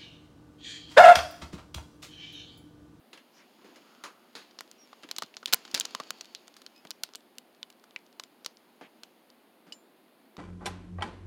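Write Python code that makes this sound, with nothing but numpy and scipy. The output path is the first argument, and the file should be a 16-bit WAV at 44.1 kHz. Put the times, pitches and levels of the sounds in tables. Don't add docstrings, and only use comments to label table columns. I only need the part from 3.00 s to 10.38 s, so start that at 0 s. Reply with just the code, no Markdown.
import sys
import numpy as np
from scipy import signal
from scipy.fft import rfft, irfft
from scipy.io import wavfile
from scipy.ndimage import uniform_filter1d

SR = 44100
rng = np.random.default_rng(int(sys.argv[2]) if len(sys.argv) > 2 else 0)


def store_wav(level_fs):
    pcm = np.round(np.clip(np.atleast_2d(level_fs), -1, 1) * 32767)
    wavfile.write(sys.argv[1], SR, pcm.T.astype(np.int16))


N = 325458
TAPS = 4096

# frequency in Hz, relative level in dB.
ROOM_SPECTRUM = [(15, -70), (25, -29), (70, -27), (92, -29), (220, 0.5), (304, -0.5), (422, -3),
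                 (706, -3.5), (1220, -10.5), (4480, -19), (5720, -31), (7510, -31.5), (9580, -23),
                 (14800, -23), (16500, -32.5)]
# centre in Hz, half-width in Hz, boost in dB.
ROOM_RESONANCES = [(243, 21, 3.5), (358, 24, 3.5)]
# time in seconds, level in dB.
HAND_MOVEMENT = [(0.0, -72), (0.9, -63.5), (1.17, -69), (2.22, -63.5), (2.4, -70.5), (2.67, -57.5),
                 (2.9, -54.5), (3.47, -66.5), (4.36, -71), (6.13, -70.5), (6.31, -71.5), (7.38, -74)]
# frequency in Hz, relative level in dB.
RUSTLE_SPECTRUM = [(100, -18.5), (260, 6), (500, 1), (1200, -0.5), (1850, -5), (2900, 1.5), (3350, -0.5),
                   (3950, -4.5), (4450, -1), (5000, -2), (5900, -11.5), (6700, -4.5), (8000, -21.5),
                   (16000, -29)]
# start and length in seconds, centre and half-width in Hz, level in dB.
SCUFF_EVENTS = [(0.311, 0.12, 5400, 940, -65), (0.342, 0.12, 1900, 1320, -62),
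                (0.68, 0.69, 1300, 220, -65.5), (2.599, .9, 4460, 177.3, -65.5),
                (5.798, 0.084, 2450, 880, -58.5)]
# start and length in seconds, first and last pitch in Hz, level in dB,
# relative level of the octave below in dB.
SQUEAK_EVENTS = [(1.775, 0.092, 5660, 5380, -57.5, -30), (3.745, 0.069, 4930, 5070, -62.5, -2)]
# start in seconds, level in dB.
PING_EVENTS = [(2.5364, -49), (6.723, -43.5)]
# frequency in Hz, relative level in dB, T60 in seconds.
PING_MODES = [(2930, 0, 0.037), (2950, 3.5, 0.056), (4100, -7.5, 0.062), (4720, 0, 0.034), (5000, 0, .05),
              (5373, -9.5, 0.11), (6200, -10.5, .09), (7120, -12, 0.26), (7300, -12, 0.25),
              (9120, -24.5, .2), (11000, -20.5, .06)]
# frequency in Hz, relative level in dB.
SCATTER_SPECTRUM = [(1500, -20.5), (3000, -8.0), (5000, 1), (8000, -13), (16000, -28.5)]
# start in seconds, level in dB, frequency in Hz, T60 in seconds.
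BUMP_EVENTS = [(2.046, -37.5, 308, 0.031), (2.237, -36, 264, 0.021), (2.738, -23.5, 208, 0.0098),
               (2.9474, -37, 229, 0.032), (3.001, -37, 248, 0.032), (3.851, -42, 275, 0.02),
               (6.667, -52, 189, 0.16)]
# start in seconds, level in dB, T60 in seconds,
# dullness in dB, blow relative to tail in dB, main resonance in Hz.
KNOCK_EVENTS = [(0.1309, -49, 0.22, -1, 5.5, 3630), (0.1753, -54, 0.17, -1, 6, 3000),
                (0.5859, -61.5, 0.35, 12, 5, 1270), (0.645, -52.5, 0.65, 6.5, -23, 307),
                (0.759, -52, 0.17, -2.5, -12, 614), (1.0384, -39.5, .24, -2.5, 4.5, 1170),
                (1.3526, -43, 0.35, -2, 4, 4000), (2.0328, -44.5, 0.094, 1, -21, 3000),
                (2.089, -50.5, 0.15, 2, 9, 3540), (2.474, -42.5, 0.18, -3.5, -6, 4000),
                (2.537, -48, 0.35, -1, 7.5, 4826), (2.7437, -32, 0.25, -5, 1, 4800),
                (3.5668, -59.5, 0.22, -15, -14, 4500), (3.8514, -45.5, 0.053, 11, 9.5, 403),
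                (5.8114, -46, 0.2, 10, -3, 780), (6.668, -57, 0.46, 7.5, -16, 250)]
# frequency in Hz, relative level in dB.
KNOCK_SPECTRUM = [(60, -9), (130, -6.5), (300, 6), (700, 0), (1400, 0.5), (2700, 0.5), (3700, -2.5),
                  (4900, -1.5), (6000, -14.5), (7800, -14), (11000, -13), (16000, -21)]
# centre in Hz, half-width in Hz, boost in dB.
TANK_RESONANCES = [(1008, 110, 2), (1292, 61, 1.5), (1700, 50, 2.5), (4160, 59, 3.5), (6576, 960, 13.5),
                   (9250, 78, 9), (10150, 220, 8.5)]
# frequency in Hz, relative level in dB, T60 in seconds.
CASE_MODES = [(470, -41, 0.039), (1032, -41.5, 0.057), (1432, -28, 0.016), (3000, -35, 0.034),
              (4403, -44.5, 0.0085), (7150, -47, .045), (8920, -43, .04), (12300, -47.5, .035)]
# frequency in Hz, relative level in dB.
SNAP_SPECTRUM = [(400, -9), (1200, -6.5), (2200, -9.5), (4200, -2.5), (7000, -8.5), (9000, -15),
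                 (12000, -18), (15500, -21), (17000, -28.5)]
# time in seconds, gain in dB, burst decay in seconds, main resonance
# in Hz, then gains in dB for that resonance, the body, the brightness and the tank echo.
SNAP_EVENTS = [(1.51, -26.5, .003, 5100, 8, 1, -12, -6), (1.5885, -11, .0016, 5000, 10, 6, -7, 11),
               (1.608, -10, 0.00058, 1850, 12, 8, 8, 4), (1.7144, -20, .0006, 7070, 9, 2, 5.5, -8),
               (1.93, -18, 0.0021, 1230, 9, 12.5, -18, -7), (2.113, -1, 0.0014, 4420, 6.5, -2, 2.5, -2),
               (2.164, -6.5, 0.0013, 6400, 8.5, -6, -5, 4), (2.1844, -3, 0.0019, 3700, 9.5, 5.5, 11, 6),
               (2.2222, 0, 0.0033, 1160, 8.5, 7.5, -4.5, 7), (2.2345, -7.5, 0.00056, 4840, 4, 1, -12, 8),
               (2.341, -20.5, 0.0011, 2450, 19.5, -8, -18, -8),
               (2.3685, -6, 0.00055, 6000, 7.5, -0.5, -11, 6.5),
               (2.429, -16.5, 0.0041, 1320, 12, 9.5, -15, -4), (2.4587, 3, 0.0012, 3300, 11, -14, -1.5, -2),
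               (2.4815, -13, .0005, 3400, 8, -4, -5, -4), (2.5263, 4, 0.00072, 2600, 8, -3, -5, -4),
               (2.5297, 1, 0.00083, 3500, 3, -6, 15, -12), (2.5318, 10, 0.0012, 1820, 13.5, -2, -15, -2),
               (2.5353, 8.5, 0.00092, 4860, 1, 3, 15, -14), (2.5361, 18, 0.00064, 4560, 3, -5, 0, -8),
               (2.544, -5, 0.00086, 2290, 15, 11.5, 32.5, -25), (2.651, -9.5, .0045, 1310, 2, 1, -12, -5),
               (2.678, -14.5, .003, 1250, 10, -2, -15, -6), (2.714, -18.5, .0019, 5200, 8, 4, 5, -5.5),
               (2.7437, 7, 0.0031, 1740, 10, -17, 0, -6), (2.748, 12.5, 0.00092, 7000, 5, -11, -11, -2),
               (2.7766, -2, 0.0024, 4900, 4, 0, -5, -6), (2.7994, -7.5, 0.00045, 6750, 17.5, -1, 20, -6),
               (2.809, 1, 0.003, 3300, 12, -6, 0, 12), (2.8514, -10.5, 0.00098, 3900, 9, 7, 0, -5),
               (2.854, -3.5, 0.00087, 6300, 10, 0, 0, 1), (2.9494, 4, 0.0013, 1180, 12, -1, -7.5, -1),
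               (3.0003, -4.5, .0037, 1210, 8.5, 11, -6, -4), (3.106, 2.5, 0.0014, 1620, 7, 0.5, 2.5, -9),
               (3.2099, -5.5, .0027, 6200, 7.5, -4, -6.5, -9), (3.256, -18, 0.0013, 4100, 3, -10, -5, -4),
               (3.3496, 1, .0005, 3400, 0.5, -22.5, -14.5, 4.5),
               (3.48, -18, 0.0016, 8100, 9, 7.5, -3.5, -6), (3.5663, -17.5, 0.003, 1500, 14, -6.5, 2, -7),
               (3.618, -23, 0.0025, 3630, 8, 11, 8, -6), (3.6643, -10.5, 0.00066, 4330, 6, -3, -4.5, -1.5),
               (3.871, -21, .0027, 3220, 8, -4, -1, -6), (3.907, -11, 0.00052, 4840, 11.5, 2.5, 15.5, -7),
               (3.9128, -6, 0.00058, 4850, 5, -7, -10, -8), (4.0356, -1, 0.00037, 4450, 7.5, -2, 9.5, -4.5),
               (4.037, -2.5, 0.00084, 2750, 7.5, -2.5, 8, 4), (4.09, -25, .0012, 3800, 3, 12.5, -10, -7),
               (4.1367, -18, .0006, 5540, 7, 1, -7, -4), (4.15, -11, 0.0011, 3900, 8.5, 4.5, -14, -1),
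               (4.156, -9, 0.00052, 7900, 5.5, -7, 6.5, -1),
               (4.3838, -9, 0.001, 2620, 7.5, -9.5, 7.5, -5.5),
               (4.63, -5.5, 0.00062, 3400, 10, -5, -11, -6), (4.702, -22, .0021, 2630, 9, -1, 8, -5),
               (4.8396, -25, 0.0027, 1296, 13.5, 4, 4, -7), (4.909, -28.5, .001, 3250, 10, 1, 0, -8),
               (4.9616, -8, 0.0011, 2280, 25, -4.5, -16, -2), (5.065, -32.5, .0006, 5900, 9.5, 1, -1, -6),
               (5.1975, -1, 0.0016, 1050, 14.5, -7.5, -8.5, 4), (5.2367, -10.5, 0.0013, 2890, 4, -6, -2, 3),
               (5.447, -10.5, 0.0021, 5900, 5, -2, -5.5, 11), (5.4615, 0, 0.0014, 4950, 5, 1, 0, 3),
               (5.571, -28, .0004, 5400, 12.5, -6, -3.5, -6), (6.034, -8.5, .0015, 3000, 2.5, -2, -3.5, 7),
               (6.302, -30.5, .001, 4850, 12.5, 9, -3, -7), (7.3677, -13, .0024, 1107, 10, -0.5, -19, -4)]


def gain(db):
    return 10 ** (np.asarray(db) / 20)


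def unit_rms(x):
    return x / np.sqrt(np.mean(x ** 2) + 1e-20)


def spectrum_db(points, hz):
    point_hz, point_db = np.transpose(points)
    return np.interp(np.log(hz + 1), np.log(point_hz + 1), point_db)


def bell(hz, centre_hz, half_width_hz):
    return 1 / (1 + ((hz - centre_hz) / half_width_hz) ** 2)


def resonances_db(rows, hz):
    return sum(db * bell(hz, centre_hz, half_width_hz) for centre_hz, half_width_hz, db in rows)


def low_shelf(hz, corner_hz):
    return 1 / (1 + (hz / corner_hz) ** 4)


def add(mix, start_s, sound):
    part = mix[max(round(start_s * SR), 0):][:len(sound)]
    part += sound[:len(part)]


def noise(colour_db, size):
    return unit_rms(irfft(rfft(rng.standard_normal(size)) * gain(colour_db), size))


def minimum_phase(db):
    log_gain = np.log(gain(np.r_[db, db[-2:0:-1]]))
    return np.exp(np.conj(signal.hilbert(log_gain)))[:len(db)]


def ring(modes, t):
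    out = np.zeros(len(t))
    for hz, db, t60_s in modes:
        envelope = gain(db + rng.normal(0, 1.4) - 60 * t / t60_s)
        out += envelope * np.sin(2 * np.pi * (hz * t + rng.random()))
    return out


def movement_db(time_s):
    return np.interp(time_s, *np.transpose(HAND_MOVEMENT))


def room_tone(rms_db=-62.5):
    hz = np.fft.rfftfreq(N, 1 / SR)
    return gain(rms_db) * noise(spectrum_db(ROOM_SPECTRUM, hz) + resonances_db(ROOM_RESONANCES, hz), N)


def rustle(still_db=-73, floor_db=-79, catches_per_s=45, catch_db=13, spread_db=4):
    power = gain(movement_db(np.arange(N) / SR)) ** 2 - gain(still_db) ** 2
    envelope = np.sqrt(np.maximum(power, gain(floor_db) ** 2))
    caught = rng.random(N) < catches_per_s / SR
    catches = caught * gain(catch_db + spread_db * np.minimum(rng.exponential(1, N), 4))
    friction = envelope * (rng.standard_normal(N) + catches)
    body = irfft(minimum_phase(spectrum_db(RUSTLE_SPECTRUM, np.fft.rfftfreq(TAPS, 1 / SR))))
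    return signal.oaconvolve(friction, body / np.linalg.norm(body))[:N]


def scuffs():
    out = np.zeros(N)
    for start_s, length_s, centre_hz, half_width_hz, db in SCUFF_EVENTS:
        n = round(length_s * SR)
        rub = noise(20 * np.log10(bell(np.fft.rfftfreq(n, 1 / SR), centre_hz, half_width_hz)), n)
        swell = np.sin(np.pi * np.linspace(0, 1, n) ** 1.2)
        add(out, start_s, gain(db) * swell * rub)
    return out


def squeaks(waver=0.012, arch=0.022):
    out = np.zeros(N)
    for start_s, length_s, first_hz, last_hz, db, octave_db in SQUEAK_EVENTS:
        progress = np.linspace(0, 1, round(length_s * SR))
        swell = np.sin(np.pi * progress)
        wobble = unit_rms(uniform_filter1d(rng.standard_normal(len(progress)), size=60))
        hz = (first_hz + (last_hz - first_hz) * progress) * (1 + arch * swell + waver * wobble)
        phase = 2 * np.pi * np.cumsum(hz) / SR
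        add(out, start_s, gain(db) * swell * (np.sin(phase) + gain(octave_db) * np.sin(phase / 2)))
    return out


def pings(scatter_db=-3, scatter_s=0.008):
    out, t, hz = np.zeros(N), np.arange(SR // 2) / SR, np.fft.rfftfreq(SR // 2, 1 / SR)
    envelope = gain(scatter_db) * np.exp(-t / scatter_s)
    for start_s, db in PING_EVENTS:
        scatter = envelope * noise(spectrum_db(SCATTER_SPECTRUM, hz), len(t))
        add(out, start_s, gain(db) * (ring(PING_MODES, t) + scatter))
    return out


def bumps(rise_s=0.00089):
    out, t = np.zeros(N), np.arange(TAPS) / SR
    for start_s, db, hz, t60_s in BUMP_EVENTS:
        envelope = gain(db - 60 * t / t60_s) * (1 - np.exp(-t / rise_s))
        add(out, start_s, envelope * np.sin(2 * np.pi * hz * t))
    return out


def knocks(blow_s=0.0025, treble_db=-8.5, resonance_db=7, split_hz=3000, treble_damping=0.25):
    out, t, hz = np.zeros(N), np.arange(SR // 2) / SR, np.fft.rfftfreq(SR // 2, 1 / SR)
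    tank_db = spectrum_db(KNOCK_SPECTRUM, hz) + resonances_db(TANK_RESONANCES, hz)
    lowpass = signal.butter(1, split_hz, fs=SR, output="sos")
    bass, treble = bell(hz, 0, 800), 1 - bell(hz, 0, 4000)
    for start_s, db, t60_s, dull_db, blow_db, main_hz in KNOCK_EVENTS:
        tilt_db = 0.75 * dull_db * bass + (treble_db - 0.99 * dull_db) * treble
        colour_db = tank_db + tilt_db + resonance_db * bell(hz, main_hz, 0.21 * main_hz)
        wash = noise(colour_db, len(t))
        lows = signal.sosfilt(lowpass, wash)
        decay_db = -60 * t / t60_s
        tail = gain(decay_db) * (lows + (wash - lows) * gain(treble_damping * decay_db))
        blow = gain(blow_db) * np.exp(-t / blow_s) * noise(colour_db, len(t))
        add(out, start_s, gain(db) * (tail + blow))
    return out


def slip_force(burst_s, echo_db, lead_s=0.0002, rise_s=0.00022, tank_s=0.0079, room_s=0.096, wall_hz=6000):
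    t = np.arange(TAPS) / SR
    slip = np.arange(TAPS) == round(lead_s * SR)
    burst = 0.4 * (1 - np.exp(-t / rise_s)) * np.exp(-t / burst_s) * rng.standard_normal(TAPS)
    walls = signal.butter(1, wall_hz, fs=SR, output="sos")
    echo_envelope = gain(-35) * np.exp(-t / tank_s) + gain(-54) * np.exp(-t / room_s)
    echoes = signal.sosfilt(walls, echo_envelope * rng.standard_normal(TAPS))
    return slip + burst + gain(echo_db) * echoes + ring(CASE_MODES, t)


def snap(db, burst_s, main_hz, main_db, body_db, bright_db, echo_db, body_hz=1700, bright_hz=7500):
    hz = np.fft.rfftfreq(TAPS, 1 / SR)
    force = rfft(slip_force(burst_s, echo_db))
    trend_db = 10 * np.log10(uniform_filter1d(abs(force) ** 2, size=101))
    spot_db = main_db * bell(hz, main_hz, 0.25 * main_hz)
    spot_db += body_db * low_shelf(hz, body_hz) + bright_db * (1 - low_shelf(hz, bright_hz))
    radiation_db = -20 * np.log10(1 + (260 / (hz + 40)) ** 2)
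    sheen_db = (0.14 * bright_db + 0.55 * max(db, -5)) * bell(hz, 15300, 1300)
    colour_db = spectrum_db(SNAP_SPECTRUM, hz) + spot_db + radiation_db + sheen_db
    fade = np.minimum(np.linspace(2, 0, TAPS), 1)
    return fade * irfft(force * minimum_phase(db + colour_db - trend_db))


def ticks(from_s=1.7, to_s=5.2, per_s=7, centre_hz=4000, spread_octaves=0.37):
    out = np.zeros(N)
    for slot_s in np.arange(from_s, to_s, 1 / per_s):
        late, size, pitch, body, bright = rng.uniform(-1, 1, 5)
        start_s = slot_s + 0.5 * late / per_s
        db = movement_db(start_s) + 36.5 + 6 * size
        tick = snap(db, burst_s=0.001, main_hz=centre_hz * 2 ** (spread_octaves * pitch), main_db=6,
                    body_db=4 * body, bright_db=4 * bright, echo_db=-2.5)
        add(out, start_s, tick)
    return out


def snaps(lead_s=0.0002):
    out = np.zeros(N)
    for time_s, *settings in SNAP_EVENTS:
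        add(out, time_s - lead_s, snap(*settings))
    return out


def microphone(x, ceiling=0.9, corner_hz=145, leak_db=-23):
    rounded = ceiling * np.tanh(x / ceiling)
    highpass = signal.butter(6, corner_hz, "highpass", fs=SR, output="sos")
    return signal.sosfilt(highpass, rounded) + gain(leak_db) * rounded


def scene():
    handling = snaps() + knocks() + bumps() + pings() + rustle() + scuffs() + squeaks() + ticks()
    return (microphone(handling) + room_tone())[None]


def record(dry, edge_hz=16900):
    lowpass = signal.firwin(255, edge_hz, window=("kaiser", 10), fs=SR)
    return signal.oaconvolve(dry, lowpass[None], "same")


dry = scene()
out = record(dry)
store_wav(out)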